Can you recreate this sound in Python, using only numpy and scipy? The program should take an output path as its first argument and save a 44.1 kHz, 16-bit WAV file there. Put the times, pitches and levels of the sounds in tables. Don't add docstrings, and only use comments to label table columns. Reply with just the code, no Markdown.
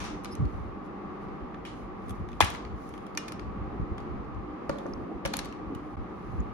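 import sys
import numpy as np
from scipy import signal
from scipy.fft import rfft, irfft, next_fast_len
from scipy.io import wavfile
from scipy.ndimage import uniform_filter1d, map_coordinates

SR = 44100
rng = np.random.default_rng(int(sys.argv[2]) if len(sys.argv) > 2 else 0)


def materialize(psi):
    bounded = np.clip(np.atleast_2d(psi).T, -1, 1)
    quanta = np.round(bounded * 32767).astype(np.int16)
    wavfile.write(sys.argv[1], SR, quanta)


N = 287973

# frequency_hz, correlation
STEREO_LIKENESS = [(60, 0), (150, 0.55), (200, 0.88), (340, 0.92), (450, 0.27), (740, 0.13), (1200, 0.53),
                   (2000, 0.049), (9000, 0)]
# frequency_hz, density_db
ROOM_SPECTRUM = [(200, -11), (550, -2), (1020, 7.5), (1500, 1.5), (2500, 0), (4000, -4), (6000, -10),
                 (8000, -6), (11500, -17.5), (14000, -20), (16000, -29)]
# frequency_hz, t60_s
ROOM_DECAY = [(300, 0.82), (2500, 0.47), (6000, 0.47), (12000, 0.3)]
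# frequency_hz, density_db
FAN_SPECTRUM = [(30, -24), (110, -10), (185, 3), (350, -1), (430, -2), (660, -11), (820, -11), (1230, -5.5),
                (1480, -17.5), (2100, -20), (3200, -33), (5000, -43.5), (8000, -84), (13000, -81)]
# centre_hz, width_hz, level_db
CASING_PEAKS = [(200.4, 3.9, 3.5), (302.2, 6.1, 4.5), (360.7, 7.7, -1.5), (791, 65, -8.5), (1138, 29, -8.5)]

# time_s, level_db
RUMBLE_LEVELS = [(0.0, -46.5), (0.29, -54), (0.56, -46), (0.73, -47.5), (0.87, -57.5), (2.85, -52),
                 (3.13, -60), (3.33, -52.5), (3.8, -48), (3.93, -48), (4.29, -47.5), (4.48, -58),
                 (5.5, -57.5), (6.05, -51.5), (6.53, -43.5)]
# frequency_hz, density_db
RUMBLE_SPECTRUM = [(20, -20), (35, -18), (52, -0.5), (75, -9.5), (110, -9.5), (170, -20.5), (400, -89)]
# middle_s, level_db, half_length_s
STROKES = [(0.556, -69.5, 0.095), (0.859, -69.5, 0.016), (1.236, -70, 0.019), (1.805, -68.5, 0.049),
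           (2.113, -66, 0.075), (2.347, -70, 0.053), (2.87, -63, 0.076), (3.07, -74.5, 0.16),
           (4.873, -70, 0.13), (5.881, -72, 0.092), (6.297, -69.5, 0.13)]
# frequency_hz, density_db
SKIN_SPECTRUM = [(800, -27), (2500, 2), (5000, 1.5), (7500, 0.5), (10000, 1), (12500, 1.5), (14000, -3),
                 (16000, 2)]
# time_s, level_db
RUB_LEVELS = [(3.5, -65), (3.75, -45), (4.4, -77), (4.65, -61), (4.88, -40.5), (5.3, -45.5), (5.6, -47),
              (6.1, -61)]
# frequency_hz, density_db
RUB_SPECTRUM = [(100, -27), (180, 3), (240, 8), (360, 6.5), (460, 4), (560, -8.5), (700, -3), (2000, -51.5)]
# middle_s, level_db, pitch_hz, half_length_s
THUDS = [(0.403, -20.5, 88.5, 0.0078), (0.43, -20.5, 126, 0.013), (0.463, -23, 57.4, 0.014),
         (0.553, -26, 79, 0.0053), (1.434, -35.5, 59, 0.01), (2.118, -30, 81.5, 0.012),
         (2.213, -28.5, 91.5, 0.0091), (2.435, -19.5, 91, 0.0095), (2.741, -32.5, 71.6, 0.015),
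         (3.485, -34, 62, 0.025), (3.802, -22, 139, 0.0033), (3.827, -25, 56, 0.012),
         (3.922, -25, 69, 0.0062), (4.201, -31.5, 61, 0.0091), (4.386, -34, 79, 0.022),
         (5.161, -37, 62, 0.011), (5.266, -30.5, 55.5, 0.012), (5.687, -37, 55, 0.015),
         (5.762, -29, 101, 0.0043), (6.402, -24, 64, 0.014)]
# frequency_hz, density_db
PUFF_SPECTRUM = [(60, -9.0), (160, -0.5), (230, -5.0), (450, -23.0), (1500, -67.5)]
# middle_s, level_db, pitch_hz, half_length_s, jitter_ratio, octave_db
SQUEAKS = [(0.328, -48, 5170, 0.01, 0.035, 8), (4.937, -40, 5200, 0.00097, 0.14, -9),
           (6.404, -52, 6650, 0.0016, 0.089, -6)]

# frequency_hz, level_db, t60_s
WALL_MODES = [(876, -9.5, 0.33), (960, -3, .3), (1144, 2, 0.36), (1684, 3, 0.25), (1820, 5, .12),
              (1890, -4.5, 0.12), (2090, -4.5, .14), (2190, -0.5, 0.14), (2396, 9, 0.15), (2520, 0.5, 0.16),
              (2720, -7, .12), (2870, -1, 0.17), (3190, 1, 0.19), (3320, -4, .1), (3570, -6, 0.1),
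              (3770, -11.5, 0.16), (4010, -3.5, 0.24), (5150, -13.5, .2), (5360, -5.5, 0.25),
              (5660, -4, 0.11), (7500, -7, .15), (9000, -14, .25), (9800, -6.5, .22)]
# frequency_hz, level_db, t60_s
HOLLOW_MODES = [(147, -7.5, 0.083), (295, -0.5, 0.038), (554.5, 0, 0.061), (920, -9.5, 0.059),
                (1182, -11, 0.063), (1434, -10.5, 0.037), (1770, -14.5, .035)]
# frequency_hz, level_db, t60_s
PANEL_MODES = [(323, -16.5, 0.045), (412, -20, 0.032), (600, -19.5, 0.014), (753, -10, 0.024),
               (962, 4.5, 0.014), (843, -9, 0.051), (1085, -22, 0.078), (1700, -23.5, 0.046),
               (2060, -26, 0.03), (3285, -13.5, 0.028), (3550, -15, 0.035)]
# frequency_hz, level_db, t60_s
LID_MODES = [(1790, 8, .035), (2425, 7, .06), (2850, -10, .18), (3630, -11, .05), (4500, -3, .018),
             (5325, -7.5, .15), (5800, 2, .018), (6420, -8, .04), (6900, -10, .02), (9300, -4, .018),
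             (10200, -1, .014), (11750, -4, .03)]
# start_s, level_db, pitch_hz, brightness_db
NAIL_TICKS = [(0.237, -63.5, 6000, 10), (0.2462, -43.5, 3960, 4), (0.256, -50, 5000, -3),
              (0.352, -51.5, 6300, 6), (0.453, -60.5, 4300, -2.5), (1.2862, -73, 4530, -6),
              (1.544, -63.5, 3550, -12), (2.288, -57.5, 3540, -3), (2.317, -61.5, 3420, -2.5),
              (2.33, -61, 3400, -5), (2.502, -50.5, 4040, 13), (2.5385, -57.5, 7250, 6.5),
              (2.5486, -46.5, 2840, -3), (2.558, -61.5, 4000, 9), (2.65, -56, 4400, -7.5),
              (2.891, -67, 6900, 15), (2.9386, -56, 3200, -3), (2.978, -58, 3120, 0),
              (3.066, -58, 3130, 4.5), (3.15, -55.5, 4600, 0), (3.395, -53, 4600, -4.5),
              (3.981, -53.5, 3200, -4.5), (4.002, -64, 4700, -3), (4.2447, -74, 4900, 1),
              (4.346, -70, 4600, -2), (4.711, -60, 6400, -2), (4.785, -53.5, 3550, 0.5),
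              (4.865, -62, 6000, 2), (5.525, -55, 2660, -4), (5.749, -53.5, 2900, 6)]
# start_s, level_db, pitch_hz, walls_db
WALL_RINGS = [(0.002, -49.5, 6030, 3), (0.04, -50.5, 5640, -6), (1.651, -55.5, 3110, 10)]
# start_s, level_db, pitch_hz
RIM_DRAGS = [(2.083, -64, 3570), (2.094, -54, 3440), (2.106, -55.5, 3400)]
# start_s, level_db, pitch_hz, brightness_db, knock_db, ping_db
MINT_HITS = [(4.6939, -42, 4400, -3, -18.5, -13), (4.856, -71, 2970, 2, -28, -10),
             (5.2513, -38, 2930, -6, -24.5, -2), (5.257, -40, 3980, 9, -27.5, -8),
             (5.2603, -40.5, 5720, -3.5, -58, -2), (5.2753, -46.5, 4040, 2.5, -36, -19),
             (5.335, -42.5, 4200, 0.5, -47, -11), (5.3376, -34, 4300, 0, -52, -3),
             (5.3682, -37.5, 10540, 9.5, -62, 4), (5.447, -51, 3880, 2.5, -65.5, -12),
             (5.451, -54, 4270, 0, -58, -7), (5.456, -49.5, 4500, 2, -58, -12)]
# start_s, level_db, pitch_hz, body_db, sparkle_db
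CATCH_SLIPS = [(2.4045, -25.5, 3440, -5.5, -3.5), (2.4096, -26, 3440, -5, -1.5),
               (2.414, -27.5, 2130, 0.5, -2.5), (2.4241, -34, 2470, 8.5, -12), (2.4446, -41, 5640, -5, 5),
               (2.4478, -44, 5600, -1, 4.5)]
# start_s, level_db
PANEL_POPS = [(2.4058, -4), (5.339, -24)]
# start_s, level_db, pitch_hz, ring_db, ring_centre_hz
LID_STOPS = [(3.174, -31, 6140, -33.5, 3740), (3.281, -44.5, 2430, -53, 2600),
             (3.284, -46, 3660, -51, 4000), (3.3206, -43, 1260, -52.5, 5260),
             (5.3897, -34, 4170, -42, 6500)]

# frequency_hz, gain_db
MID_DIPS = [(6600, 0), (7900, -11.0), (9200, -3.0), (10400, -4.0), (12300, -7.0), (13800, -18.5),
            (16000, -15.5)]
SIDE_DIPS = [(6500, 0.5), (9500, -5.5), (10600, -18.0), (12200, -20), (13600, -4.0), (16000, -2.0)]

THUD_SAG_S = 0.091
TWIN_GAP = .006
FOCUS_DB_PER_OCTAVE = 8
SHIMMER_LOW_HZ, SHIMMER_TOP_HZ, SHIMMER_T60_S = 6870, 13060, 0.31
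DIP_START_S, DIP_END_S, TOP_HZ = 5.959, 5.968, 16400


def amp(db):
    return 10 ** (np.asarray(db) / 20)


def unit(x):
    return x / np.sqrt(np.mean(x ** 2) + 1e-20)


def packet(x):
    return unit(x) * np.sqrt(.01 * SR / x.shape[-1])


def apart(value):
    return value * np.array([[1], [-1]])


def fade(t, t60):
    return np.exp(-np.log(1000) * t / t60)


def swell(t, half_s):
    return 1 / np.cosh(np.clip(1.3 * t / half_s, -20, 20))


def along(points, hz):
    knots_hz, values = np.transpose(points)
    return np.interp(np.log(hz + 1), np.log(knots_hz + 1), values)


def curve(points):
    return lambda hz: amp(along(points, hz))


def wobble(knots_per_s):
    knots = rng.standard_normal(int(N * knots_per_s / SR) + 4)
    return map_coordinates(knots, [np.arange(N) * knots_per_s / SR])


def filtered(x, response):
    n = x.shape[-1]
    padded = next_fast_len(n + 8192)
    return irfft(rfft(x, padded) * response(np.fft.rfftfreq(padded, 1 / SR)), padded)[..., :n]


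def rush(gain):
    def mid_side_gain(hz):
        angle = np.arccos(np.clip(along(STEREO_LIKENESS, hz), -1, 1)) / 2
        return gain(hz) * np.array([np.cos(angle), np.sin(angle)])
    mid, side = filtered(rng.standard_normal((2, N)), mid_side_gain)
    return unit(np.array([mid + side, mid - side]))


def add(track, start_s, sound):
    start = max(round(start_s * SR), 0)
    part = track[:, start:start + sound.shape[-1]]
    part += sound[..., :part.shape[-1]]


def room_tail(t, colour_db, build_s):
    hz, frame_s, spectrum = signal.stft(rng.standard_normal((2, len(t))), SR, nperseg=256)
    spectrum = spectrum * amp(colour_db(hz))[:, None] * fade(frame_s, along(ROOM_DECAY, hz)[:, None])
    tail = signal.istft(spectrum, SR, nperseg=256)[1][:, :len(t)]
    return tail * (1 - np.exp(-t / build_s))


def room_answer(t, pitch_hz, build_s):
    def colour_db(hz):
        return along(ROOM_SPECTRUM, hz) + 5.5 * np.exp(-((hz / pitch_hz - 1) / .1) ** 2)
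    return packet(room_tail(t, colour_db, build_s))


def reverb(sound):
    t = np.arange(SR // 2) / SR
    tail = room_tail(t, lambda hz: along([(5500, 0), (11000, -8)], hz), build_s=.006)
    return signal.fftconvolve(sound, tail / np.linalg.norm(tail[0]), axes=1)[:, :sound.shape[-1]]


def fan():
    def gain(hz):
        casing_power = sum(amp(db) ** 2 / (1 + (2 * (hz - centre_hz) / width_hz) ** 2)
                           for centre_hz, width_hz, db in CASING_PEAKS)
        return np.sqrt(amp(along(FAN_SPECTRUM, hz)) ** 2 + amp(11.0) * casing_power)
    return amp(-40.5 + 0.86 * wobble(5.098)) * rush(gain)


def hands():
    t = np.arange(N) / SR
    rumble_db = np.interp(t, *np.transpose(RUMBLE_LEVELS)) + 6.0 + 4.17 * wobble(13)
    rumble = amp(rumble_db) * rush(curve(RUMBLE_SPECTRUM))
    sliding = sum(amp(db + 1) * np.exp(-.5 * ((t - s) / half_s) ** 2) for s, db, half_s in STROKES)
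    grain = unit(amp(2.5 * wobble(900) + 1.2 * wobble(40)))
    skin = sliding * grain * rush(curve(SKIN_SPECTRUM))
    rub_db = np.interp(t, *np.transpose(RUB_LEVELS)) + 4.04 * wobble(18)
    rub = amp(rub_db) * rush(curve(RUB_SPECTRUM))
    return rumble + skin + rub


def thuds():
    out = np.zeros((2, N))
    t = (np.arange(SR // 5) - SR // 10) / SR
    for middle_s, db, hz, half_s in THUDS:
        phase = rng.uniform(0, 2 * np.pi) + apart(.7) * rng.choice([-1, 1])
        cycles = hz * THUD_SAG_S * (1 - np.exp(-t / THUD_SAG_S))
        puff = unit(filtered(rng.standard_normal((2, len(t))), curve(PUFF_SPECTRUM)))
        thud = np.sin(2 * np.pi * cycles + phase) + amp(-9.5) * puff
        add(out, middle_s + t[0], amp(db) * swell(t, half_s) * thud)
    return out


def squeaks():
    out = np.zeros((2, N))
    t = np.arange(N) / SR
    for middle_s, db, hz, half_s, jitter, octave_db in SQUEAKS:
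        phase = 2 * np.pi * np.cumsum(hz * (1 + jitter * wobble(2400))) / SR + apart(.7)
        whistle = np.sin(phase) + amp(octave_db) * np.sin(2 * phase)
        out += amp(db) * swell(t - middle_s, half_s) * whistle
    return out


def focus(modes, pitch_hz):
    return [(hz, db - FOCUS_DB_PER_OCTAVE * abs(np.log2(hz / pitch_hz)), t60) for hz, db, t60 in modes]


def ring(t, modes, scatter_db, detune=0):
    hz, db, t60 = np.transpose(modes)
    hz = hz * (1 + detune * rng.standard_normal(len(hz)))
    hz, db, t60 = np.r_[hz, hz * (1 + TWIN_GAP)], np.r_[db, db - 6], np.r_[t60, t60]
    gain = amp(db + scatter_db * rng.standard_normal(len(hz)))
    phase = rng.uniform(0, 2 * np.pi, len(hz)) + apart(rng.uniform(-0.42, 1, len(hz)))
    partials = np.sin(2 * np.pi * hz[:, None] * t + phase[..., None]) * fade(t, t60[:, None])
    return packet(gain @ partials)


def clack(hz, contact_s, body_db, sparkle_db, body_hz, ping_db):
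    t = np.arange(SR // 12) / SR
    force = t / contact_s * np.exp(-2 * t / contact_s) + amp(-10.5) * np.exp(-t / (3 * contact_s))
    phase = rng.uniform(0, 2 * np.pi, (2, 1))
    ping = np.sin(2 * np.pi * hz * t + phase) * fade(t, t60=.014) * (1 - np.exp(-2 * t / contact_s))
    out = amp(ping_db) * packet(ping)
    bands = [(body_hz, 2500, body_db), (2500, 7000, -3.5), (.9 * hz, 1.1 * hz, -7),
             (7000, 14500, sparkle_db)]
    for low_hz, high_hz, db in bands:
        band = signal.butter(3, [low_hz, high_hz], "band", fs=SR, output="sos")
        out += amp(db) * packet(signal.sosfilt(band, force * rng.standard_normal((2, len(t)))))
    return out


def contact(hz, body_db, sparkle_db, contact_s, walls_db, room_db,
            detune=0.045, body_hz=700, ping_db=-4, build_s=0.0053):
    t = np.arange(SR * 2 // 5) / SR
    walls = ring(t, focus(WALL_MODES, hz), scatter_db=2.5, detune=detune)
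    out = amp(walls_db) * walls + amp(room_db) * room_answer(t, hz, build_s)
    add(out, 0, amp(-2.0) * clack(hz, contact_s, body_db, sparkle_db, body_hz, ping_db))
    return out * amp(apart(.55))


def blows(events, modes, attack_s, spread_rad, left_db):
    out = np.zeros((2, N))
    t = np.arange(SR // 5) / SR
    attack = 1 - np.exp(-(t / attack_s) ** 2)
    for start_s, db in events:
        for hz, mode_db, t60 in modes:
            phase = 2 * np.pi * hz * t + apart(spread_rad * rng.uniform(.7, 1.3))
            add(out, start_s, amp(db + mode_db) * np.sin(phase) * fade(t, t60) * attack)
    return out * amp(apart(left_db))


def nails():
    out = np.zeros((2, N))
    for start_s, db, hz, bright_db in NAIL_TICKS:
        tick = contact(hz, body_db=3.0 - bright_db, sparkle_db=bright_db - 3.0, contact_s=0.0014,
                       walls_db=-8, room_db=-1.5)
        add(out, start_s, amp(db) * tick)
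    for start_s, db, hz, walls_db in WALL_RINGS:
        ringing = contact(hz, body_db=6, sparkle_db=-0.5, contact_s=0.0021,
                          walls_db=walls_db, room_db=15.5, detune=0, ping_db=-2)
        add(out, start_s, amp(db) * ringing)
    for start_s, db, hz in RIM_DRAGS:
        drag = contact(hz, body_db=1, sparkle_db=7.5, contact_s=0.0027, walls_db=-16, room_db=-9.0)
        add(out, start_s, amp(db) * drag)
    return out


def mints():
    knocks = [(start_s, knock_db) for start_s, *_, knock_db, _ in MINT_HITS]
    hollow = blows(knocks, HOLLOW_MODES, attack_s=0.00084, spread_rad=0.66, left_db=0.5)
    out = hollow + amp(-12) * reverb(hollow)
    for start_s, db, hz, bright_db, _, ping_db in MINT_HITS:
        click = contact(hz, body_db=1.0 - bright_db, sparkle_db=bright_db - 2.5, ping_db=ping_db,
                        contact_s=0.0016 * amp(-.5 * bright_db), walls_db=-15.5, room_db=-2.5)
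        add(out, start_s, amp(db) * click)
    return out


def catch():
    out = np.zeros((2, N))
    for start_s, db, hz, body_db, sparkle_db in CATCH_SLIPS:
        slip = contact(hz, body_db, sparkle_db, contact_s=0.0012, walls_db=-3.5, room_db=-1.5,
                       detune=0, body_hz=1400, ping_db=-6, build_s=0.0041)
        add(out, start_s, amp(db) * slip)
    return out


def shimmer(t):
    modes = [(hz, 0, SHIMMER_T60_S) for hz in rng.uniform(SHIMMER_LOW_HZ, SHIMMER_TOP_HZ, size=45)]
    return ring(t, modes, scatter_db=3)


def lid():
    t = np.arange(SR // 2) / SR
    panel = blows(PANEL_POPS, PANEL_MODES, attack_s=0.00099, spread_rad=0.57, left_db=1.8)
    hollow = blows(PANEL_POPS, HOLLOW_MODES, attack_s=0.0015, spread_rad=0.84, left_db=2.5)
    out = amp(1.5) * panel + amp(-27.5) * hollow
    for start_s, db in PANEL_POPS:
        add(out, start_s, amp(db - 26) * ring(t, WALL_MODES, scatter_db=1.5))
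        add(out, start_s, amp(db - 35.5) * shimmer(t))
    for start_s, db, hz, ring_db, ring_hz in LID_STOPS:
        strike = contact(hz, body_db=-1.5, sparkle_db=-2.5, contact_s=0.002, walls_db=-22, room_db=-7)
        add(out, start_s, amp(db) * strike)
        clink = amp(ring_db) * ring(t, focus(LID_MODES, ring_hz), scatter_db=1.5)
        add(out, start_s, clink + amp(-14.5) * reverb(clink))
    return out


def scene():
    return fan() + hands() + thuds() + catch() + lid() + mints() + squeaks() + nails()


def record(dry):
    mid = filtered((dry[0] + dry[1]) / 2, curve(MID_DIPS))
    side = filtered((dry[0] - dry[1]) / 2, curve(SIDE_DIPS))
    t = np.arange(N) / SR
    dip = uniform_filter1d(1.0 * ((t < DIP_START_S) | (t > DIP_END_S)), size=40)
    return filtered(dip * np.array([mid + side, mid - side]), lambda hz: hz < TOP_HZ)


dry = scene()
out = record(dry)
materialize(out)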